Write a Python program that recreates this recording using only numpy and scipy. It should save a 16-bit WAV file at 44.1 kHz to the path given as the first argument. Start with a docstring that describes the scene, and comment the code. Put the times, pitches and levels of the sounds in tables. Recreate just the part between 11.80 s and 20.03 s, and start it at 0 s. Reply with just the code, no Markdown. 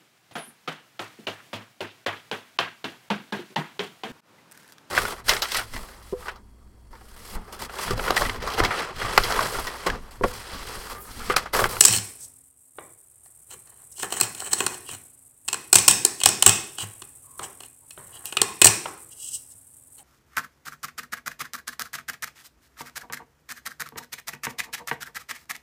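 """A bare room, where a thin steel blade digs along a crack in a plaster wall close to a small microphone.
The tip grinds through grit, catches, and snaps off chips: crackling noise bursts excite damped modes of wall and blade.
Strokes, brushes and scuffs are shaped noise; knocks and low booms are decaying bursts.
The room adds one clear echo and a short diffuse tail over hiss and hum; the hardest snaps overload the
microphone, and a noise suppressor turns the sound down in the pauses."""
import sys
import numpy as np
from scipy import signal
from scipy.io import wavfile
from scipy.ndimage import uniform_filter1d

SR = 44100
rng = np.random.default_rng(int(sys.argv[2]) if len(sys.argv) > 2 else 0)


def put_to_file(sound):
    """Save the sound as 16-bit audio at rate SR, in the file named by the first command-line argument."""
    columns = np.atleast_2d(sound).T  # one column per channel
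    safe = np.clip(columns, -1, 1)
    whole_steps = np.round(safe * 32767)
    wavfile.write(sys.argv[1], SR, whole_steps.astype(np.int16))


N = 362943
TIME = np.arange(N) / SR

# chips snapping off: start_s, crack_db (relative), wall_re_crack_db, blade_re_crack_db
CHIP_SNAPS = [(.0075, 2.5, -18.5, -12), (0.0506, 4, -22, -21), (0.125, -16, -14, -17), (.135, -20, -12, -1),
              (.162, -16.5, -21, -18), (.173, -20, -22, -15), (.183, -20, -20, -11), (1.458, -50, 1, -15),
              (1.706, -39.5, -11, -7), (1.872, -47.5, -7, -12), (2.181, -36, -8.5, -19),
              (2.196, -34.5, -2.5, -7), (2.229, -23, 0.5, -4.5), (2.323, -21, -2.5, -3),
              (2.4, -20, -10, -26), (2.4107, -9.5, -10.5, -9.5), (2.431, -19, -18, -7.5),
              (2.548, -31, -11, -7.5), (2.602, -27, -12, -13), (2.619, -36.5, 6.5, -21),
              (2.731, -10.5, -11.5, -23), (2.804, -20.5, 3, 3.5), (2.864, -14, -5.5, -7.5),
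              (2.943, -32, -15, -4), (3.089, -33, -1, 1.5), (3.679, -28, -9.5, -4.5),
              (3.684, -18.5, -10, -2), (3.729, -16.5, -9, -3.5), (3.742, -24.5, 0, -2.5),
              (3.9285, 1, -14, -13.5), (3.9417, -13.5, -16, -14), (3.955, 5, -18.5, -10),
              (4.0797, 7, -18, -10.5), (4.249, -4.5, -14, -18), (4.402, -25.5, -14.5, -9),
              (4.413, -26.5, -4, 6), (4.435, -11.5, -15, -1.5), (4.458, 2.5, -13, -9),
              (4.624, -5.5, -12.5, -4), (4.6623, 6.5, -14, -5), (4.983, -30, -1, 5),
              (5.219, -35.5, -1, 0.5), (5.592, -33, -22, -13), (5.804, -37.5, -2, -0.5),
              (5.834, -42, -11, 3.5), (6.107, -36, -19, -2), (6.455, -29.5, -14, -1),
              (6.524, -30.5, -1, 5.5), (6.569, -20, -4, 10.5), (6.616, -8.5, -7.5, -5.5),
              (6.816, -3.5, -10.5, 0.5), (6.821, -10, -10, -13.5), (6.844, 5.5, -17, -19),
              (6.855, -3, -8, -22), (6.868, -2, -18.5, -7)]
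# hollow resonances of the plaster: frequency_hz, width_hz, relative_level_db
PLASTER_MODES = [(381, 85, 3), (770, 140, 2), (1094, 140, 2.5), (1400, 170, -0.5), (1810, 260, -2)]


def snaps(contacts, crack_db=-0.8, wall_db=-1, blade_db=-3.0, ping_db=-9, ping_width_hz=170,
          decay=0.0012, wall_decay=0.0015, split_db=-8, split_s=0.0055, crumb_db=-19, crumb_s=0.025,
          count=3, size=1500):
    """Brittle fracture: each chip breaks in a crackle of milliseconds, splits again, and excites wall, blade and tip."""
    # radiation of the crack itself: frequency_hz, relative_level_db
    crack_spectrum = [(1500, -30.5), (3500, -19.5), (4300, -12.5), (4850, -13), (5450, -8.5), (5950, -11),
                      (7000, -7), (7900, 0.5), (8600, -2.5), (10000, -13.5), (11500, -20.5), (14000, -18.5),
                      (16000, -20)]
    # bending modes while the tip is caught: frequency_hz, width_hz, relative_level_db
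    caught_modes = [(2493, 87, -2.5), (2956, 420, -2)]
    t = np.arange(size) / SR
    crack, wall, steel = np.zeros((3, N))
    for (s, db, body_db, ring_db), (stretch, ping_hz) in zip(breaks(), contacts):
        crackle = rng.standard_normal((3, size))
        crackle /= np.sqrt(uniform_filter1d(crackle ** 2, size=30, axis=1))  # evens out its envelope
        split = amp(split_db) * burst(np.maximum(t - split_s * rng.random(), 0), decay / 2)
        # loose crumbs follow at uneven moments
        crumbs = np.zeros(size)
        for late in crumb_s * rng.random(count):
            crumbs += amp(crumb_db) * rng.random() * burst(np.maximum(t - late, 0), decay / 2)
        fracture = burst(t, decay) + split + crumbs
        wall_blow = burst(t, wall_decay) * crackle[1]
        blade_blow = fracture * crackle[2]
        ping_mode = [(ping_hz, ping_width_hz, 0)]
        add(crack, s, amp(db + crack_db) * fracture * crackle[0])
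        add(wall, s, amp(db + body_db + wall_db) * strike(wall_blow, PLASTER_MODES))
        add(steel, s, amp(db + ring_db + blade_db) * strike(blade_blow, caught_modes, stretch))
        add(steel, s, amp(db + ping_db) * strike(blade_blow, ping_mode))
    return colour(crack, crack_spectrum) + plaster(wall) + steel


def breaks(hard_db=-2):
    """Rebound: after each snap above hard_db the tip strikes the wall again."""
    # the second strike: delay_s, level_re_snap_db, wall_re_crack_db, blade_re_crack_db
    second_strike = (0.03, -15, -16, -7)
    late_s, drop_db, body_db, ring_db = second_strike
    hard = [(s, db) for s, db, _, _ in CHIP_SNAPS if db > hard_db]
    return CHIP_SNAPS + [(s + late_s, db + drop_db, body_db, ring_db) for s, db in hard]


def ticks(tick_db=-9, tick_hz=9500, decay=0.00047, size=400):
    """Impulsive onset: each snap opens with a thin, bright tick; two snaps open with an extra bright tick."""
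    # additional ticks that brighten two snaps: start_s, relative_level_db
    extra_ticks = [(2.41, 0), (6.456, -8.5)]
    t, out = np.arange(size) / SR, np.zeros(N)
    for s, db, *_ in CHIP_SNAPS + extra_ticks:
        add(out, s, amp(db + tick_db) * burst(t, decay) * rng.standard_normal(size))
    return signal.sosfilt(signal.butter(2, tick_hz, "high", fs=SR, output="sos"), out)


def twangs(twang_db=-10, full_bend_db=-10, start_hz=4400, sag_hz_per_s=38000, decay=0.0023, size=1000):
    """Elastic release: the blade springs free with a short falling note, its strength capped by the bend."""
    t, out = np.arange(size) / SR, np.zeros(N)
    phase = 2 * np.pi * np.cumsum(start_hz - sag_hz_per_s * t) / SR
    note = burst(t, decay) * np.sin(phase)
    for s, db, _, _ in CHIP_SNAPS:
        add(out, s, amp(min(db, full_bend_db) + twang_db) * note)
    return out


def grinding(edge_db=-5.5, wall_db=-4, rasp_db=-11, shift_db=5, shift_rate=70):
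    """Stick-slip ploughing: fine grains rasp in shifting edge modes, and coarser crumbs tap the wall."""
    # strokes with the tip in the crack: start_s, length_s, relative_level_db, wall_re_grinding_db
    dig_strokes = [(0.048, 0.12, -21.5, -13.5), (1.692, 0.05, -39, -11), (1.84, 0.197, -61.5, 1.5),
                   (2.172, 0.064, -40, -9), (2.217, 0.032, -27, -6), (2.295, 0.17, -30, -6),
                   (2.559, 0.12, -35.5, -5), (2.708, 0.028, -18, -9), (2.755, 0.087, -29.5, -6.5),
                   (2.878, 0.072, -38.5, -5.5), (3.091, 0.057, -34, -12), (4.98, 0.064, -32, -6),
                   (5.611, 0.035, -35.5, -5.5), (5.79, 0.076, -48, -9), (6.16, 0.34, -57.5, 5.5),
                   (8.165, 0.038, -48, -9)]
    # noise of the edge: frequency_hz, relative_level_db
    edge_spectrum = [(1200, -26.5), (2300, -17), (3000, -3), (3750, -14.5), (5250, -10.5), (6800, -4.5),
                     (8300, 0), (10500, -16), (14500, -8)]
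    # modes of the ploughing edge: frequency_hz, width_hz, relative_level_db
    rasp_modes = [(3120, 300, -3), (4260, 380, -3.5), (7980, 230, -1.5), (8800, 350, -0.5)]
    grains = grit(per_s=2400, spread_db=3, clump_db=5, clump_rate=150)
    crumbs = grit(per_s=240, spread_db=3, clump_db=2, clump_rate=130)
    edge = grains * sum(stroke(s, length, db) for s, length, db, _ in dig_strokes)
    wall = crumbs * sum(stroke(s, length, db + body) for s, length, db, body in dig_strokes)
    rasp = np.zeros(N)
    for hz, width, db in rasp_modes:
        shifting_gain = amp(db + shift_db * np.tanh(wander(shift_rate)))
        rasp += ring(edge * shifting_gain, [(hz, width, 0)])
    body = plaster(ring(wall, PLASTER_MODES), low_hz=400)
    return amp(edge_db) * colour(edge, edge_spectrum) + amp(rasp_db) * rasp + amp(wall_db) * body


def brushing(brush_db=-2, sing_db=-15, swell_share=0.74):
    """Light friction: fine dust gives a smoother, swelling hiss, and damped blade modes sing along."""
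    # the blade brushing over dust: start_s, length_s, relative_level_db, blade_re_brushing_db
    light_strokes = [(0.378, 0.075, -34, -52.5), (2.113, 0.014, -41, -32), (2.151, 0.076, -35.5, -8.5),
                     (3.044, 0.059, -41.5, 1.5), (4.389, 0.022, -35, -3.5), (4.968, 0.056, -34, 4),
                     (5.618, 0.033, -33.5, -4), (6.311, 0.061, -49.5, 5.5), (6.443, 0.05, -36, -6),
                     (7.296, 0.038, -44.5, -9), (7.349, 0.14, -33.5, -10.5), (7.487, 0.081, -30, -14.5),
                     (7.7, 0.025, -40, -28.5)]
    # noise of the dust: frequency_hz, relative_level_db
    dust_spectrum = [(1500, -43), (3800, -16), (5300, -7.5), (6400, -4), (7000, -4.5), (8100, 7.5),
                     (10000, -8), (16000, -18.5)]
    # damped modes of the blade lying on the wall: frequency_hz, width_hz, relative_level_db
    held_modes = [(2850, 330, 6.5), (3280, 350, 5), (3900, 270, 2), (4700, 360, -0.5)]
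    grains = grit(per_s=14000, spread_db=1.5, clump_db=4, clump_rate=130)
    dust, blade = np.zeros((2, N))
    for s, length, db, sing in light_strokes:
        dust += stroke(s, length, db, swell_share * length)
        blade += stroke(s, length, db + sing, swell_share * length)
    singing = ring(ring(grains * blade, held_modes), held_modes)
    return amp(brush_db) * colour(grains * dust, dust_spectrum) + amp(sing_db) * singing


def scuffs(width_hz=140):
    """Narrow-band friction: light rubbing stays in one resonance, filtered twice to sharpen its pitch."""
    # scuffs and squeals: start_s, length_s, level_db, pitch_hz
    rubs = [(0.048, 0.067, -31.5, 5650), (0.091, 0.098, -39, 3100), (2.58, 0.12, -41, 8030),
            (2.716, 0.022, -19, 8000), (5.433, 0.17, -58.5, 1108), (6.019, 0.024, -52.5, 949.5),
            (6.61, 0.11, -39.5, 1096), (8.18, 0.049, -55.5, 806)]
    out = np.zeros(N)
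    for s, length, db, hz in rubs:
        mode = [(hz, width_hz, 0)]
        out += stroke(s, length, db) * unit(ring(ring(rng.standard_normal(N), mode), mode))
    return out


def knocks(decay=0.0021, spot_db=-4, spot_width_share=.24, size=2500):
    """Soft impact: a dull blow favours the lower wall resonances, and each spot adds its hollow pitch."""
    # dull knocks of the tool on the wall: start_s, peak_db, spot_pitch_hz
    dull_blows = [(0.984, -25.5, 800), (1.738, -39.5, 503), (5.593, -22.5, 1150), (5.621, -30.5, 440),
                  (6.175, -30.5, 606), (7.056, -18, 1276)]
    # response of the wall to a soft blow: frequency_hz, relative_level_db
    knock_spectrum = [(150, -29), (380, -0.5), (650, -5), (1050, 2.5), (1500, -6), (2000, -12), (2500, -16),
                      (3000, -9), (3800, -16.5), (4500, -35), (8000, -51)]
    t, out = np.arange(size) / SR, np.zeros(N)
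    for s, db, hz in dull_blows:
        blow = burst(t, decay) * rng.standard_normal(size)
        spot = unit(ring(blow, [(hz, spot_width_share * hz, 0)]))
        knock = unit(colour(blow, knock_spectrum)) + amp(spot_db) * spot
        add(out, s, amp(db) * knock / abs(knock).max())
    return out


def booms(boom_db=0, boom_hz=107, decay=0.025, rumble_db=-3, rumble_hz=210, size=12000):
    """Low-frequency resonance: a short low boom of the room with some rumble."""
    # low booms: start_s, level_db
    low_booms = [(0.093, -32), (0.163, -34.5), (2.419, -42.5), (2.819, -44.5), (3.114, -46.5), (3.954, -34),
                 (4.456, -33), (4.665, -28), (5.02, -36.5), (6.601, -43), (6.854, -28), (7.74, -56.5)]
    t, out = np.arange(size) / SR, np.zeros(N)
    band = signal.butter(3, [70, rumble_hz], "band", fs=SR, output="sos")
    for s, db in low_booms:
        boom = burst(t, decay) * np.sin(2 * np.pi * boom_hz * t * rng.normal(1, 0.034))
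        rumble = burst(t, decay / 2) * unit(signal.sosfilt(band, rng.standard_normal(size)))
        add(out, s, amp(db + boom_db) * (boom + amp(rumble_db) * rumble))
    return out


def room(sides, echo_s=.0135, echo_db=-19.0, tail_db=-10.5):
    """Reflection: the first side, facing the microphone, gives one early echo; all sides feed the tail."""
    out = sides[0].copy()
    add(out, echo_s, amp(echo_db) * sides[0])
    diffuse = sum(signal.oaconvolve(side, tail())[:N] for side in sides)
    return out + amp(tail_db) * diffuse / np.sqrt(len(sides))


def tail(build_s=0.0062):
    """Reverberation: diffuse reflections build up, then die exponentially, band by band."""
    # time to fall by 60 dB: frequency_hz, decay_s
    decay_times = [(100, 0.36), (300, 0.65), (1000, 0.49), (3000, 0.54), (12000, 0.415)]
    # spectrum of the reflections: frequency_hz, relative_level_db
    room_spectrum = [(50, -0.5), (110, 18.5), (330, 6.5), (450, 4.5), (620, 1), (1050, 3), (1400, 0.5),
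                     (1750, 4.5), (2350, 7.5), (3000, -8.5), (3600, 1), (4300, -4.5), (5400, 2.5),
                     (6500, -2), (8000, -4)]
    hz, frame_s, bands = signal.stft(rng.standard_normal(SR), SR, nperseg=256)
    bands *= amp(-60 * frame_s / read(decay_times, hz)[:, None])
    wash = signal.istft(bands, SR, nperseg=256)[1][:SR]
    wash *= 1 - np.exp(-(np.arange(SR) / SR / build_s) ** 2)
    return colour(wash / np.linalg.norm(wash), room_spectrum)


def background(hum_db=-13, line_hz=265, line_db=-70, flicker_db=6.5, flicker_rate=260):
    """Stationary noise, modulated: room tone and thin flickering hiss drift together over a faint wavering hum."""
    # low room tone: frequency_hz, relative_level_db
    tone_spectrum = [(25, -23), (65, -4.5), (125, -1.5), (190, -15.5), (400, -14.5), (900, -18),
                     (5000, -32.5), (9000, -49)]
    # thin hiss: frequency_hz, relative_level_db
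    hiss_spectrum = [(3000, -32.5), (5000, -30), (6500, -18), (7400, -8), (8000, 1), (9000, 0.5),
                     (10000, -6), (12500, -10.5), (16000, -18)]
    # common drift of room tone and hiss: time_s, level_db
    drift = [(0, -37.5), (.75, -52.5), (1.4, -50), (2.9, -44), (3.5, -50), (5, -45), (6.02, -49.5),
             (6.35, -46), (8.23, -48.5)]
    tone = amp(hum_db) * colour(rng.standard_normal(N), tone_spectrum)
    line = amp(line_db) * (1 + wander(3.4) / 2) * np.sin(2 * np.pi * line_hz * TIME + wander(5.8))
    flicker = amp(flicker_db * np.tanh(wander(flicker_rate)))
    hiss = unit(colour(rng.standard_normal(N), hiss_spectrum) * flicker)
    return line + (tone + hiss) * amp(np.interp(TIME, *np.transpose(drift)))


def grit(per_s, spread_db, clump_db, clump_rate):
    """Random impulses: grains of uneven size break under the edge, in clumps as it sticks and slips."""
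    size = amp(abs(spread_db) * np.minimum(rng.exponential(1, N), 4)) * rng.choice([-1, 1], N)
    breaking = rng.random(N) < per_s / SR
    return unit(size * breaking * amp(clump_db * np.tanh(wander(clump_rate))))


def stroke(start, length, db, attack=0.029, release=0.0067):
    """Amplitude envelope: a stroke bites in linearly, holds at db, and lets go exponentially (times in s)."""
    t = TIME - start
    return amp(db) * np.clip(t / attack, 0, 1) * np.exp(-np.clip((t - length) / release, 0, 20))


def burst(t, decay):
    """Transient envelope: swells to peak 1 at time decay, then dies."""
    u = t / max(decay, 1e-4)
    return u * np.exp(1 - u)


def strike(blow, modes, stretch=1):
    """Modal excitation: a short blow gives all its energy to the modes."""
    return unit(ring(blow, modes, stretch)) * np.std(blow)


def ring(x, modes, stretch=1, size=1024):
    """Modal superposition: damped sines, neighbours in opposite phase; white noise keeps its power."""
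    t = np.arange(size) / SR
    taps = np.zeros(size)
    for k, (hz, width, db) in enumerate(modes):
        decaying = amp(db) * width * np.exp(-np.pi * width * t)
        taps += (-1) ** k * decaying * np.sin(2 * np.pi * hz * stretch * t)
    return signal.oaconvolve(x, taps / np.linalg.norm(taps))[:len(x)]


def plaster(x, low_hz=190, high_hz=3000):
    """Band-limited radiation: a patch of wall radiates neither deep bass nor treble."""
    return signal.sosfilt(signal.butter(2, [low_hz, high_hz], "band", fs=SR, output="sos"), x)


def colour(x, points, size=4096):
    """Minimum-phase filtering: a causal filter with the given spectrum; white noise keeps its power."""
    log_gain = np.log(amp(read(points, abs(np.fft.fftfreq(size, 1 / SR)))))
    response = np.exp(np.conj(signal.hilbert(log_gain)))
    taps = np.fft.ifft(response).real[:size // 2]
    return signal.oaconvolve(x, taps / np.linalg.norm(taps))[:len(x)]


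def read(points, hz):
    """Interpolation: joins (frequency_hz, value) points on a log-frequency axis."""
    f, value = np.transpose(points)
    return np.interp(np.log(hz + 1), np.log(f), value)


def wander(rate):
    """Slow random modulation: a curve with about `rate` turns a second and spread near 1."""
    return np.interp(TIME * rate, np.arange(N), rng.standard_normal(N))


def amp(db):
    """Level to amplitude: decibels to gain."""
    return 10 ** (np.asarray(db) / 20)


def unit(x):
    """Normalisation: scales to rms 1."""
    return x / np.sqrt(np.mean(x ** 2) + 1e-20)


def add(mix, s, sound):
    """Linear superposition: mixes a sound in at time s."""
    part = mix[max(round(s * SR), 0):][:len(sound)]
    part += sound[:len(part)]


def scene(bloom_db=-10, count=4, grip_spread=.025, ping_hz=(7600, 9000)):
    """Directivity: fractures send each side its own fine pattern; knocks stir the room more than snaps."""
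    # from snap to snap the contact point shifts: pitch factor of the blade, ping of the tip in Hz
    contacts = rng.uniform([1 - grip_spread, ping_hz[0]], [1 + grip_spread, ping_hz[1]], (len(breaks()), 2))
    shared = grinding() + brushing() + scuffs() + ticks() + twangs()
    sides = [snaps(contacts) + knocks() + shared for _ in range(count)]
    bloom = amp(bloom_db) * signal.oaconvolve(knocks(), tail())[:N]
    return (room(sides) + bloom + booms() + background())[None]


def suppress(x, quiet_db=-65, knee_db=9, suppress_db=10.5, sense_s=0.061):
    """Downward expansion: turns the sound down by up to suppress_db while little happens in the middle band."""
    middle = signal.sosfilt(signal.butter(4, [400, 5500], "band", fs=SR, output="sos"), x)
    power = abs(uniform_filter1d(middle ** 2, max(round(sense_s * SR), 1)))
    level_db = 10 * np.log10(power + 1e-12)
    return x * amp(-suppress_db * (1 - np.tanh((level_db - quiet_db) / knee_db)) / 2)


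def record(dry, ceiling=.86, edge_hz=15900):
    """Saturation: the input overloads at the ceiling; then the noise suppressor and a band limit."""
    clipped = dry / (1 + (dry / ceiling) ** 10) ** (1 / 10)
    low_pass = signal.firwin(401, edge_hz, window=("kaiser", 8), fs=SR)
    return signal.oaconvolve(suppress(clipped), low_pass[None], "same")


dry = scene()
out = record(dry)
put_to_file(out)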